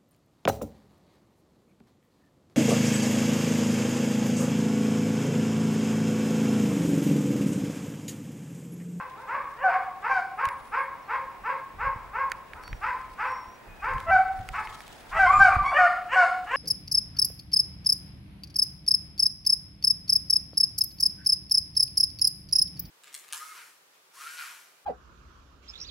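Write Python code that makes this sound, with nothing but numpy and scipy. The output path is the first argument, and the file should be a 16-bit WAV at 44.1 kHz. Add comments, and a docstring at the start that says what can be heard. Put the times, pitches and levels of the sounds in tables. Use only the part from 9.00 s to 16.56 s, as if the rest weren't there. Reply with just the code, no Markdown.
"""A hoarse hound is heard first, barking in a steady rhythm; a nearer one yelps with a break in its voice
and a third howls once. Each voice is a buzz of overtones, breath and rasp shaped by a throat; one high
overtone of the howl is a sine of its own. Tree trunks scatter the voices into a short tail of fading noise,
and small birds whistle gliding sines. Twigs snap and leaves rustle near a hand-held camera as bursts and
bands of noise; bumps thud on its body, wind rumbles on its microphone, over soft noise and a thin whine."""
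import sys
import numpy as np
from scipy import signal
from scipy.fft import rfft, irfft, next_fast_len
from scipy.io import wavfile

SR = 44100
rng = np.random.default_rng(int(sys.argv[2]) if len(sys.argv) > 2 else 0)


def output_pcm(signal):
    """Save a mono or channel-first signal as 16-bit PCM at the path in sys.argv[1].

    Samples are clipped to [-1, 1] before scaling.
    """
    pcm = np.clip(np.atleast_2d(signal).T, -1, 1) * 32767
    wavfile.write(sys.argv[1], SR, np.round(pcm).astype(np.int16))


def gain_from_db(level_db):
    """Turn a decibel level (scalar or array-like) into a linear amplitude factor."""
    decades = np.asarray(level_db, float) / 20
    return 10 ** decades


N = 333396   # length in samples

# All call levels below are set before the mix in scene().
# hoarse barks: start t/s, length t/s, peak level/dB, top pitch f/Hz, brightness/dB per octave
BARKS = [(-0.07, 0.12, -29.5, 528, -0.5), (0.147, 0.13, -40, 529, -6), (0.263, 0.14, -26.5, 560, 0),
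         (0.663, .12, -25, 554, 2), (1.016, 0.13, -24, 540, 1), (1.368, .11, -24, 552.7, 1),
         (1.709, .12, -23.5, 550, 1), (2.072, 0.12, -25.5, 543.4, 1), (2.429, .12, -25, 543.2, 0.5),
         (2.778, .12, -25, 544.5, 0), (3.12, 0.13, -25.5, 547, -0.5), (3.532, .1, -42.5, 511, -4),
         (3.806, .12, -23.5, 526, 3), (4.171, .135, -24.5, 522.5, 2.5), (4.812, .125, -24, 530.4, 1),
         (5.522, .1, -26, 435, 4), (6.103, 0.098, -27.5, 454, 1.5)]
# course of every bark: share of length, share of top pitch, level/dB re peak,
# extra brightness/dB per octave, share of its roughness
BARK_COURSE = [(0, .66, -18, -3, .4), (.27, .82, -1, 1, .6), (.45, .93, -3, 0, .85), (.63, 1.0, 0, 0, 1.0),
               (1, .96, -12, 0, 1.1)]
# how hoarse each bark is: roughness/0-1
BARK_ROUGHNESS = [.28, .12, .26, .28, .24, .28, .24, .26, .25, .24, .2, .2, .25, .26, .24, .28, .28]
# clear cries of the yelps: start t/s, length t/s, peak level/dB, first f/Hz, last f/Hz, brightness/dB per octave
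CRIES = [(0.632, 0.079, -18.5, 776, 670, -6.5), (1.088, 0.13, -25, 791, 691, -1),
         (5.101, 0.1, -16.5, 775.5, 700, -4.5), (6.183, 0.1, -17, 785.3, 682, -2),
         (6.391, .115, -15, 790.5, 673.4, -0.5), (6.777, 0.11, -16, 741, 665, -2),
         (7.151, 0.11, -16, 752, 664, -0.5)]
# course of every cry: share of length, share of pitch fall, level/dB re peak, roughness/0-1
CRY_COURSE = [(0, 0, -5, .06), (.35, .13, 0, .06), (.67, .5, -3, .11), (1, 1, -10, .18)]
# low lead-ins, mouth half shut: end t/s, length t/s, last level/dB, first f/Hz, last f/Hz, brightness/dB per octave
LEAD_INS = [(.65, .095, -27.5, 405.4, 606, -3), (5.118, .063, -15, 658, 672.5, -7),
            (6.2, .075, -18.5, 616.5, 678, 2), (6.788, .058, -10, 528.5, 639, 0.5),
            (7.164, .085, -18, 381.5, 601.7, 3.5), (7.6, 0.14, -16.5, 376, 652, 2.5)]
# howl in two breaths, then a falling groan: t/s, pitch f/Hz, level/dB, brightness/dB per octave, roughness/0-1
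HOWL = [
    [(6.25, 1007, -19.5, 14, 0.31), (6.29, 1100, -14, -6.5, 0.08), (6.33, 1210, -12.5, -6.5, 0.22),
     (6.4, 1184, -25.5, 1.5, 0.33), (6.47, 1170, -35, -4, 0.54), (6.52, 1182, -13, -6, 0.31),
     (6.61, 1150, -32, -0.5, .3)],
    [(6.63, 983, -14.5, -9, 0.19), (6.665, 1126, -22.5, 7.5, 0.29), (6.78, 1185, -34, 5.5, 0.06)],
    [(6.7, 998, -27, -4, 0.35), (6.72, 781, -20.5, -12, 0.54), (6.75, 450, -31, -12, .3)],
]
# throat and mouth resonances: f/Hz, width/Hz (9 dB down at its edges), level/dB
HOARSE_THROAT = [(540, 50, -15.5), (1138, 964, 6), (1460, 650, 2), (2113, 1020, -6), (2558, 630, -8.5),
                 (4960, 2000, -31.5), (8200, 6300, -50)]
CLEAR_THROAT = [(724, 212, 1.5), (1466, 570, 2), (2436, 790, -13), (2676, 400, -20), (4950, 3360, -30),
                (7300, 12000, -49.5)]
HALF_SHUT_THROAT = [(560, 540, -6.5), (1150, 1030, 0.5), (1780, 400, 2), (2350, 400, -7), (2816, 480, -6.5),
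                    (5070, 4200, -37), (7300, 4600, -44.5)]
# how long echoes among the trunks take to fade by 60 dB: f/Hz, t/s
WOOD_T60 = [(500, 0.51), (1000, 0.59), (2000, 0.54), (4000, 0.58), (8000, 0.56)]
# gliding sines, birds except for the last row: start t/s, length t/s, first f/Hz, last f/Hz, level/dB
GLIDES = [(1.35, 0.089, 9300, 9000, -79), (1.44, 0.047, 9060, 9400, -72), (1.492, 0.076, 10300, 9000, -74),
          (1.57, .05, 9400, 10250, -75), (1.605, 0.15, 10250, 9350, -76.5), (1.76, .13, 9950, 9200, -77),
          (1.393, 0.057, 4660, 4700, -78), (2.018, .035, 6300, 4400, -77), (2.04, 0.068, 4400, 3880, -79.5),
          (2.09, .09, 3750, 3720, -80), (3.6, 0.23, 5580, 5720, -74.5), (3.625, 0.11, 4460, 4540, -64),
          (4.24, 0.31, 5530, 5620, -68), (4.442, 0.19, 5620, 5750, -75.5), (4.672, .13, 2456, 2540, -66.5),
          (4.79, 0.067, 2520, 2460, -61), (6.295, 0.19, 7220, 7300, -62)]
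BIRD_WHISTLES = GLIDES[:-1]
HOWL_OVERTONE = GLIDES[-1:]   # a high overtone of the howl, same columns
# twig snaps close by: t/s, crack peak level/dB, body level/dB re crack, left minus right level/dB
SNAPS = [(1.4541, -32, 8, -8.5), (1.4877, -35, 5, -9), (3.2994, -45, -29, -13), (3.3177, -29, 10.5, -7),
         (3.5342, -55, 25.5, -6), (3.6358, -42.5, 6, -1), (3.678, -43, 9, -5), (3.7294, -63, 37, -4.5),
         (4.3194, -45, 3, 6), (4.9364, -44, 12, 3), (4.982, -47, 18.5, 6), (5.002, -40.5, 7, -8),
         (5.3906, -52.5, 10, 1), (5.4888, -32, 9.5, -5.5), (5.6727, -49.5, 23, 4), (5.805, -39, 6.5, -4),
         (5.8795, -37.5, -6, -5), (6.0313, -53.5, -2.5, -13)]
# bumps on the camera body: t/s, push level/dB before the ring's own gain
BUMPS = [(1.471, -39), (2.798, -45.5), (2.961, -36), (3.727, -34), (4.965, -36), (5.4, -36), (6.566, -24.5)]
# noise colours, of which only the shape counts: f/Hz, level/dB per Hz
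WIND_COLOUR = [(12, -33), (20, -1), (38, 5.5), (78, 0), (126, -7.5), (322, -24.5), (350, -17), (460, -52),
               (770, -120)]
RUSTLE_COLOUR = [(1500, -31.5), (3000, 3), (6000, -5), (10000, -8.5), (15000, -23)]
BACKGROUND_COLOUR = [(59, -39.5), (100, -1), (335, -1), (621, -1.5), (1060, 4.5), (1170, -10.5),
                     (1550, -6.5), (1830, 13.5), (2320, -11.5), (3700, -20), (9410, -27.5), (14700, -29),
                     (16000, -39)]
# wind on the microphone, and leaf rustle: t/s, level/dB
WIND_LEVEL = [(0.0, -63.5), (1.43, -62), (1.47, -51), (1.56, -62.5), (2.69, -58.5), (2.82, -43),
              (3.43, -60.5), (3.66, -52), (3.75, -36), (3.77, -48.5), (4.61, -61), (4.76, -47.5),
              (4.9, -48), (4.97, -32), (5.01, -43), (5.1, -34), (5.18, -47), (5.35, -46.5), (5.39, -35.5),
              (5.45, -42), (6.08, -63), (6.15, -38), (6.55, -36.5), (6.57, -30), (6.95, -61), (7.56, -55.5)]
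RUSTLE_LEVEL = [(0.0, -66), (0.95, -69.5), (1.47, -71), (1.66, -64), (1.85, -81), (2.8, -73.5), (4.21, -63),
                (4.57, -72), (4.86, -66.5), (5.05, -60.5), (5.24, -68), (5.52, -58), (5.71, -54),
                (5.85, -57), (6.13, -58), (6.38, -52), (6.53, -56), (6.76, -62.5), (6.89, -65),
                (7.12, -67.5), (7.35, -63), (7.56, -60)]
# how alike left and right noise are: f/Hz, likeness/0-1
LIKENESS = [(30, 0.98), (100, 0.69), (300, 0.21), (1000, 0.51), (4000, 0.098), (12000, 1)]


def rms_one(x):
    """Scale a sound to an average (rms) strength of 1."""
    return x / np.sqrt(np.mean(x ** 2) + 1e-20)


def at_hz(points, hz):
    """Read a curve between its points on a log-frequency axis."""
    f, value = np.transpose(points)
    return np.interp(np.log(hz), np.log(f), value)


def band(x, low_hz, high_hz):
    """Keep the sound between two frequencies (Butterworth band-pass)."""
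    return signal.sosfilt(signal.butter(2, [low_hz, high_hz], "band", fs=SR, output="sos"), x)


def drift(rate_hz, size):
    """Random wandering of rms 1: white noise smoothed twice, faster for a higher rate."""
    r = np.exp(-2 * np.pi * rate_hz / SR)
    warm_up = 4000   # samples thrown away while the filter settles
    noise = rng.standard_normal(size + warm_up)
    return rms_one(signal.lfilter([1], [1, -2 * r, r * r], noise)[warm_up:])


def unfold(rows, rise_s, fall_s):
    """First sample, columns drawn out per sample, and a soft on-off ramp for one call."""
    s, *columns = np.transpose(rows)
    start = max(round(s[0] * SR), 0)
    t = np.arange(start, min(round(s[-1] * SR), N)) / SR
    ramp = np.clip(np.minimum((t - s[0]) / rise_s, (s[-1] - t) / fall_s), 0, 1)
    return start, [np.interp(t, s, c) for c in columns], np.sin(ramp * np.pi / 2) ** 2


def throat_gain(throat, hz):
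    """Throat resonances boost some overtones; a small mouth radiates no bass."""
    mouth_cut_hz = 518
    power = sum(gain_from_db(2 * db) / (1 + ((hz - f) / (width / 2)) ** 2) ** 3 for f, width, db in throat)
    return np.sqrt(power * hz ** 8 / (hz ** 8 + mouth_cut_hz ** 8))


def voice(calls, throat, slip_rad, wobble_hz, breath_db, half_db, blur_hz, rasp_db=1.0):
    """Uneven vocal-fold cycles on a gliding pitch, with half-pitch lines and breath, sent through the throat."""
    folds = np.zeros(N)
    for rows in calls:
        start, (hz, db, bright, rough), ramp = unfold(rows, rise_s=0.016, fall_s=0.02)
        rough, size = np.clip(rough, 0, 1), len(hz)
        phase = 2 * np.pi * np.cumsum(hz) / SR
        # overtones sit at 1/2, 1, 3/2, 2 .. times the pitch
        orders = np.arange(1, int(22000 / hz.max()) + 1)[:, None] / 2
        slip = slip_rad * rough * orders * drift(wobble_hz, size)   # cycles come early or late
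        gains = gain_from_db(bright * np.log2(orders * hz / 1000))
        # strong and weak cycles alternate, which sounds the half-pitch lines
        gains = gains * np.where(orders % 1, gain_from_db(half_db) * rough, 1)
        heard = gains * throat_gain(throat, orders * hz)
        loudness = np.sqrt(np.sum(heard ** 2, axis=0) / 2)
        # overtones above blur_hz weaken to 55 %, where rasp joins them
        gains = gains * np.maximum(np.exp(-(orders * hz / blur_hz) ** 4), 0.55)
        shimmer = np.sqrt(1 - rough ** 2) + rough * drift(wobble_hz, size)
        offsets = rng.uniform(0, 2 * np.pi, orders.shape)
        tone = np.sum(gains * np.sin(orders * phase + slip + offsets), axis=0)
        puffs = rng.standard_normal(size) * (1 + np.cos(phase))   # air escapes once a cycle
        breath = gain_from_db(breath_db) * rough * puffs
        rasp = band(puffs, blur_hz, 16000) * gain_from_db(rasp_db + 2 * bright)
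        source = shimmer * tone + breath + rasp
        # dividing by the expected loudness stops pitch and brightness from changing the level
        folds[start:start + size] += ramp * gain_from_db(db) * source / loudness
    size = next_fast_len(N + 4096)
    bins_hz = np.arange(size // 2 + 1) * SR / size
    return irfft(rfft(folds, size) * throat_gain(throat, bins_hz), size)[:N]


def barks():
    """Every bark swells while its pitch climbs, then reaches its top, roughens and fades."""
    calls = []
    for (s, length, db, hz, bright), rough in zip(BARKS, BARK_ROUGHNESS):
        calls.append([(s + part * length, share * hz, db + rel_db, bright + more, hoarse * rough)
                      for part, share, rel_db, more, hoarse in BARK_COURSE])
    return voice(calls, HOARSE_THROAT, slip_rad=1.15, wobble_hz=120, breath_db=8, half_db=-8, blur_hz=3200)


def cries():
    """The voice breaks up into a clear high note that sags and roughens as the breath runs out."""
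    calls = []
    for s, length, db, high, low, bright in CRIES:
        calls.append([(s + part * length, high + fall * (low - high), db + rel_db, bright, rough)
                      for part, fall, rel_db, rough in CRY_COURSE])
    return voice(calls, CLEAR_THROAT, slip_rad=1.2, wobble_hz=100, breath_db=8, half_db=4, blur_hz=3600)


def lead_ins():
    """Most cries open with a low note that climbs and swells, the mouth half shut."""
    start_db, middle_db, rough = -28.5, -14, 0.14   # levels relative to the end of the note
    calls = []
    for s, length, db, first, last, bright in LEAD_INS:
        calls.append([(s - length, first, db + start_db, bright, rough),
                      (s - length / 2, (first + last) / 2, db + middle_db, bright, rough),
                      (s, last, db, bright, rough / 2)])
    return voice(calls, HALF_SHUT_THROAT, slip_rad=1.2, wobble_hz=100, breath_db=8, half_db=-4, blur_hz=3600)


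def howl():
    """One howl in two breaths with a falling groan, its vocal folds slipping slowly and widely."""
    return voice(HOWL, HOARSE_THROAT, slip_rad=2.2, wobble_hz=40, breath_db=6, half_db=-12, blur_hz=8000)


def gliding_sines(rows):
    """Thin, slightly unsteady sines that glide and swell."""
    out = np.zeros(N)
    for s, length, first, last, db in rows:
        glide = [(s, first), (s + length, last)]
        start, (hz,), ramp = unfold(glide, 0.25 * length, 0.57 * length)
        size = len(hz)
        phase = 2 * np.pi * np.cumsum(hz * (1 + 0.0055 * drift(40, size))) / SR
        level = gain_from_db(db + 2 * drift(25, size))
        out[start:start + size] += ramp * level * np.sqrt(2) * np.sin(phase)
    return out


def howl_overtone():
    """One high overtone of the howl stands out as a sine."""
    return gliding_sines(HOWL_OVERTONE)


def trunks(onset_s=0.0078, side_db=-16, far_db=-20, far_stretch=1.77):
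    """Echoes of many trunks: clumped noise that dies band by band, nearly alike on left and right."""
    clumps_db, clumps_hz = 3.0, 90   # unevenness of the echoes
    t = np.arange(SR) / SR
    white = rng.standard_normal((2, SR)) * gain_from_db(clumps_db * drift(clumps_hz, SR))
    tail = 0
    for hz, t60 in WOOD_T60:
        near = gain_from_db(-60 * t / t60)
        far = gain_from_db(far_db - 60 * t / t60 / far_stretch)   # far trees answer faintly and fade more slowly
        tail = tail + band(white, hz / np.sqrt(2), hz * np.sqrt(2)) * (near + far)
    tail = tail * np.clip(t / onset_s, 0, 1)
    mid, side = tail / np.sqrt(np.sum(tail[0] ** 2))
    return mid + gain_from_db(side_db) * side * np.array([[1], [-1]])


def wood(x):
    """Overlapping stretches each scatter off their own trunks, since the hounds move."""
    hop = round(0.5 * SR)   # other trunks answer after about half a second
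    padded, out = np.pad(x, (hop, 2 * hop)), np.zeros((2, N + 3 * hop + SR))
    fade = np.sin(np.pi * np.arange(2 * hop) / (2 * hop))
    for i in range(0, N + hop, hop):
        stretch = padded[i:i + 2 * hop] * fade
        out[:, i:i + 2 * hop + SR - 1] += signal.fftconvolve(stretch[None], trunks(), axes=1)
    return out[:, hop:hop + N]


def birds():
    """Small birds whistle nearly pure tones."""
    return gliding_sines(BIRD_WHISTLES)


def snaps():
    """A short crack of bright noise with a duller woody body."""
    t = np.arange(2000) / SR
    out, decay = np.zeros((2, N + len(t))), gain_from_db(-60 * t / 0.011)   # noise falls 60 dB in 11 ms
    for s, db, body_db, pan_db in SNAPS:
        noise = rng.standard_normal((2, len(t)))
        crack = band(noise[0] * decay, 1800, 12000)
        body = band(noise[1] * decay, 1320, 2550)
        both = crack / np.abs(crack).max() + gain_from_db(body_db) * body / np.abs(body).max()
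        sides_db = np.array([[pan_db], [-pan_db]]) / 2
        out[:, round(s * SR):][:, :len(t)] += gain_from_db(db + sides_db) * both
    return out[:, :N]


def thumps():
    """A soft push rings the camera housing at 90 Hz, falling 60 dB in 36 ms."""
    pushes = np.zeros(N)
    for s, db in BUMPS:
        pushes[round(s * SR)] = gain_from_db(db)
    t = np.arange(3000) / SR
    ring = 2.86 * np.sin(2 * np.pi * 90 * t) * gain_from_db(-60 * t / 0.036)
    return np.convolve(pushes, ring)[:N]


def banded_noise(colour, low_hz, count, patchy_db, patch_hz):
    """Half-octave bands of stereo noise with set levels, flicker and left-right likeness; overall rms 1."""
    out, together = 0, drift(patch_hz, N)
    # odd and even bands each share one noise and one flicker
    white, own = rng.standard_normal((2, 2, N)), [drift(patch_hz, N) for _ in range(2)]
    for k in range(count):
        low, high = low_hz * 2 ** (k / 2), min(low_hz * 2 ** (k / 2 + 0.5), 0.45 * SR)
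        centre = np.sqrt(low * high)
        mid, side = band(white[k % 2], low, high)
        alike = np.clip(at_hz(LIKENESS, centre), 0, 1)
        flicker_db = patchy_db * (together + 1.76 * own[k % 2])
        stereo = np.sqrt(1 + alike) * mid + np.sqrt(1 - alike) * side * [[1], [-1]]
        out = out + gain_from_db(at_hz(colour, centre) + flicker_db) * stereo
    return rms_one(out)


def level_curve(points):
    """Turn a dB curve over time into a gain per sample."""
    return gain_from_db(np.interp(np.arange(N) / SR, *np.transpose(points)))


def rustle():
    """Leaf rustle: bright noise that flickers quickly and follows its level curve."""
    return level_curve(RUSTLE_LEVEL) * banded_noise(RUSTLE_COLOUR, 1400, count=7, patchy_db=2.0, patch_hz=40)


def wind():
    """Wind buffets the microphone: low noise that swells and dips with its level curve."""
    return level_curve(WIND_LEVEL) * banded_noise(WIND_COLOUR, 20, count=9, patchy_db=2.0, patch_hz=15)


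def background():
    """A soft, almost steady noise from low to high frequencies."""
    return gain_from_db(-50.5) * banded_noise(BACKGROUND_COLOUR, 83.5, count=16, patchy_db=0.25, patch_hz=1.07)


def whine():
    """The camera's electronics whine as one steady 15625 Hz sine."""
    return gain_from_db(-75.5) * np.sqrt(2) * np.sin(2 * np.pi * 15625 * np.arange(N) / SR)


def scene():
    """Each hound has its own share of direct and scattered sound, and so have the thin sines."""
    barking, yelping, howling = barks(), cries() + lead_ins(), howl()
    sines = howl_overtone() + birds()
    direct = gain_from_db(-3.5) * barking + gain_from_db(2.0) * yelping + gain_from_db(-5.5) * howling + gain_from_db(9.5) * sines
    scattered = wood(gain_from_db(-2) * barking + gain_from_db(4) * yelping + gain_from_db(-4.5) * howling + sines / 3)
    animals = (direct + scattered) * gain_from_db(np.array([[0.25], [-0.25]]))   # a touch to the left
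    return animals + snaps() + thumps() + rustle() + wind() + background() + whine()


def roll_off(x):
    """The treble ends steeply here."""
    return signal.sosfilt(signal.butter(12, 16490, fs=SR, output="sos"), x)


def record(dry):
    """Take the finished mix through its last step."""
    return roll_off(dry)


dry = scene()
out = record(dry)
output_pcm(out)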